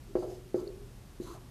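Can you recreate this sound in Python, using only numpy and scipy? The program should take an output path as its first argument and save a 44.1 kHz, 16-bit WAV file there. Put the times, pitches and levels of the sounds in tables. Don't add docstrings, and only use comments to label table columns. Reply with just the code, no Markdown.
import sys
import numpy as np
from scipy import signal
from scipy.fft import rfft, irfft
from scipy.io import wavfile

SR = 44100
rng = np.random.default_rng(int(sys.argv[2]) if len(sys.argv) > 2 else 0)


def output_pcm(signal):
    pcm = np.clip(np.atleast_2d(signal).T, -1, 1) * 32767
    wavfile.write(sys.argv[1], SR, np.round(pcm).astype(np.int16))


N = 66150


def undb(db):
    return 10 ** (np.asarray(db) / 20)


def unit(x):
    return x / np.sqrt(np.mean(x ** 2))


def seconds():
    return np.arange(N) / SR


def band(x, hz, width_hz):
    return signal.lfilter(*signal.iirpeak(hz, hz / width_hz, fs=SR), x)


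def steep_band(x, hz, width_hz):
    return band(band(x, hz, width_hz), hz, width_hz)


def noise(hz, width_hz):
    return unit(steep_band(rng.standard_normal(N), hz, width_hz))


def rolloff(x, hz, kind, order):
    return signal.sosfilt(signal.butter(order, hz, kind, fs=SR, output="sos"), x)


def shaped_noise(curve):
    hz, db = np.array(curve).T
    f = np.maximum(np.fft.rfftfreq(N, 1 / SR), 1)
    gain = undb(np.interp(np.log(f), np.log(hz), db))
    return irfft(rfft(rng.standard_normal(N)) * gain, N)


def delay(x, s):
    return np.interp(seconds() - s, seconds(), x, left=0)


def pressure(start, length, attack_s, release_s):
    t = seconds() - start
    return np.clip(t / attack_s, 0, 1) * np.clip((length - t) / release_s + .5, 0, 1)


def drift(rate_hz):
    return np.interp(seconds() * rate_hz, np.arange(256), rng.standard_normal(256))


# f/Hz, relative level/dB
AIR_CURVE = [(20, -41), (35, -4.5), (48, -4), (70, -8.5), (100, -10), (160, -12.5), (250, -16),
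             (400, -22.5), (600, -26.5), (1000, -30.5), (2000, -35), (5000, -38), (10000, -41),
             (14000, -43)]

def ventilation():
    return undb(-51.5) * unit(shaped_noise(AIR_CURVE))


# f/Hz, level/dB
HUM_TONES = [(35.3, -56.5), (120, -57.5)]

def hum():
    waver_db = 2.5
    out = 0
    for hz, db in HUM_TONES:
        gain = undb(db + waver_db * drift(rate_hz=6.64))
        out += gain * unit(np.sin(2 * np.pi * (hz * seconds() + rng.random())))
    return out


# f/Hz, level/dB, t60/s
PANEL_MODES = [(139, -23, 0.04), (233.6, -52.5, 0.26), (271, -39.5, 0.16), (343.9, -30.5, 0.53),
               (366.2, -20, 0.5), (374, -18, 0.028), (425.6, -32, 0.31), (503.9, -21.5, 0.098),
               (524.5, -37, 0.13), (598, -39, 0.34), (623, -31.5, 0.059), (726, -33.5, 0.094),
               (785, -37.5, .13), (848, -51, 0.29), (978, -40, 0.14), (1130, -39, 0.097),
               (1327, -30.5, 0.099), (1630, -25.5, 0.15)]
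# t/s, length/s, level/dB, centre f/Hz, width/Hz
JUDDER_CUES = [(0.071, 0.055, -52.5, 350, 98), (0.222, 0.014, -40, 742, 614), (0.231, 0.022, -38, 466, 280),
               (0.241, 0.11, -55, 670, 395), (0.56, 0.063, -57, 980, 550), (1.211, 0.029, -51.5, 524, 247),
               (1.241, 0.12, -54, 1116, 460), (1.291, 0.039, -48, 353, 69), (1.337, 0.046, -56, 740, 347)]

def judder():
    median_slips_per_s, ring_db = 420, 5
    out = 0
    for start, length, db, hz, width_hz in JUDDER_CUES:
        pace = np.exp(.5 * np.repeat(rng.standard_normal(N), 64)[:N])
        cycles = np.cumsum(pace) * median_slips_per_s / SR
        slips = np.diff(np.floor(cycles), prepend=0)
        shake = rolloff(steep_band(slips, hz, width_hz), 1.55 * hz, "low", order=6)
        ring = sum(band(shake, f, np.log(1000) / (np.pi * t60)) for f, _, t60 in PANEL_MODES)
        envelope = pressure(start, length, attack_s=0.29 * length, release_s=0.76 * length)
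        out += undb(db) * unit(shake + undb(ring_db) * ring) * envelope
    return out


# f/Hz, width/Hz, level/dB
PEN_RESONANCES = [(6260, 540, -4.5), (6700, 2600, -9.5), (10700, 800, -10.5)]
# t/s, length/s, level/dB, tip resonance f/Hz
STROKE_CUES = [(0.152, 0.11, -63, 4780), (0.261, 0.11, -62.5, 5180), (0.533, 0.087, -61, 4800),
               (1.199, 0.16, -58.5, 4170)]

def rubbing():
    grain_db, felt_db = 2, -9.5
    out = 0
    for start, length, db, tip_hz in STROKE_CUES:
        grains = rng.standard_normal(N) * undb(grain_db * drift(rate_hz=170))
        tip = band(grains, tip_hz, width_hz=640)
        felt = undb(felt_db) * rolloff(grains, 830, "high", order=2)
        pen = sum(undb(level) * steep_band(grains, hz, width) for hz, width, level in PEN_RESONANCES)
        envelope = pressure(start, length, attack_s=0.03, release_s=0.033)
        out += undb(db) * unit(tip + felt + pen) * envelope
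    return out


# t/s, knock level/dB, low-pass f/Hz, ring-time ratio, crack level/dB, after-ring level/dB
KNOCK_CUES = [(0.1534, -3, 695, 1.2, -42, -37), (0.5433, -3, 564, 1, -47.5, -35),
              (1.2, -6.5, 315, 0.58, -64, -50)]

def knocks():
    crack_decay_s, tick_decay_s = 0.0097, 0.00087
    after_ring_rise_s, after_ring_t60_s = 0.06, 0.58
    t = seconds()
    out = 0
    for start, knock_db, contact_hz, ring_ratio, crack_db, after_ring_db in KNOCK_CUES:
        ring = sum(undb(db - 60 * t / (t60 * ring_ratio)) * np.sin(2 * np.pi * hz * t)
                   for hz, db, t60 in PANEL_MODES)
        radiated = rolloff(ring, 318, "high", order=2)
        knock = rolloff(radiated, contact_hz, "low", order=4)
        crack = np.exp(-t / crack_decay_s) * noise(830, width_hz=780)
        tick = undb(-20) * np.exp(-t / tick_decay_s) * noise(2000, width_hz=3000)
        fade = undb(after_ring_db - 60 * t / after_ring_t60_s) * (1 - np.exp(-t / after_ring_rise_s))
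        after_ring = fade * noise(387.4, width_hz=106)
        out += delay(undb(knock_db) * knock + undb(crack_db) * (crack + tick) + after_ring, start)
    return out


def squeak():
    start_s, rise_s, peak_db = 0.6762, 0.00074, -43.5
    start_hz, glide_hz_per_s = 4380, 34000
    t = np.maximum(seconds() - start_s, 0)
    swell = t / rise_s * np.exp(1 - t / rise_s)
    return undb(peak_db) * swell * np.sin(2 * np.pi * (start_hz + glide_hz_per_s * t / 2) * t)


# delay t/s, level/dB
REFLECTIONS = [(.0046, -10), (.01736, -10), (.0365, -20), (.0662, -19), (.0731, -20), (.0838, -17.5),
               (.1263, -20.5), (.1584, -22)]
# f/Hz, level/dB
TAIL_CURVE = [(80, 0), (250, -7), (370, -16), (700, -10), (1500, -12), (4000, -17.5), (12000, -7)]

def classroom(x):
    t60_s, build_s = 0.27, 0.024
    t = seconds()
    fade = undb(-60 * t / t60_s) * (1 - np.exp(-t / build_s))
    tail = shaped_noise(TAIL_CURVE) * fade / np.sqrt(np.sum(fade ** 2))
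    dull = rolloff(x, 1550, "low", order=1)
    early = x + sum(undb(db) * delay(dull, s) for s, db in REFLECTIONS)
    return early + signal.fftconvolve(early, tail)[:N]


def scene():
    bed = ventilation() + hum()
    marker = judder() + rubbing() + knocks() + squeak()
    return (bed + classroom(marker))[None]


def record(dry):
    cutoff_hz = 13900
    return signal.sosfilt(signal.ellip(10, .2, 70, cutoff_hz, fs=SR, output="sos"), dry)


dry = scene()
out = record(dry)
output_pcm(out)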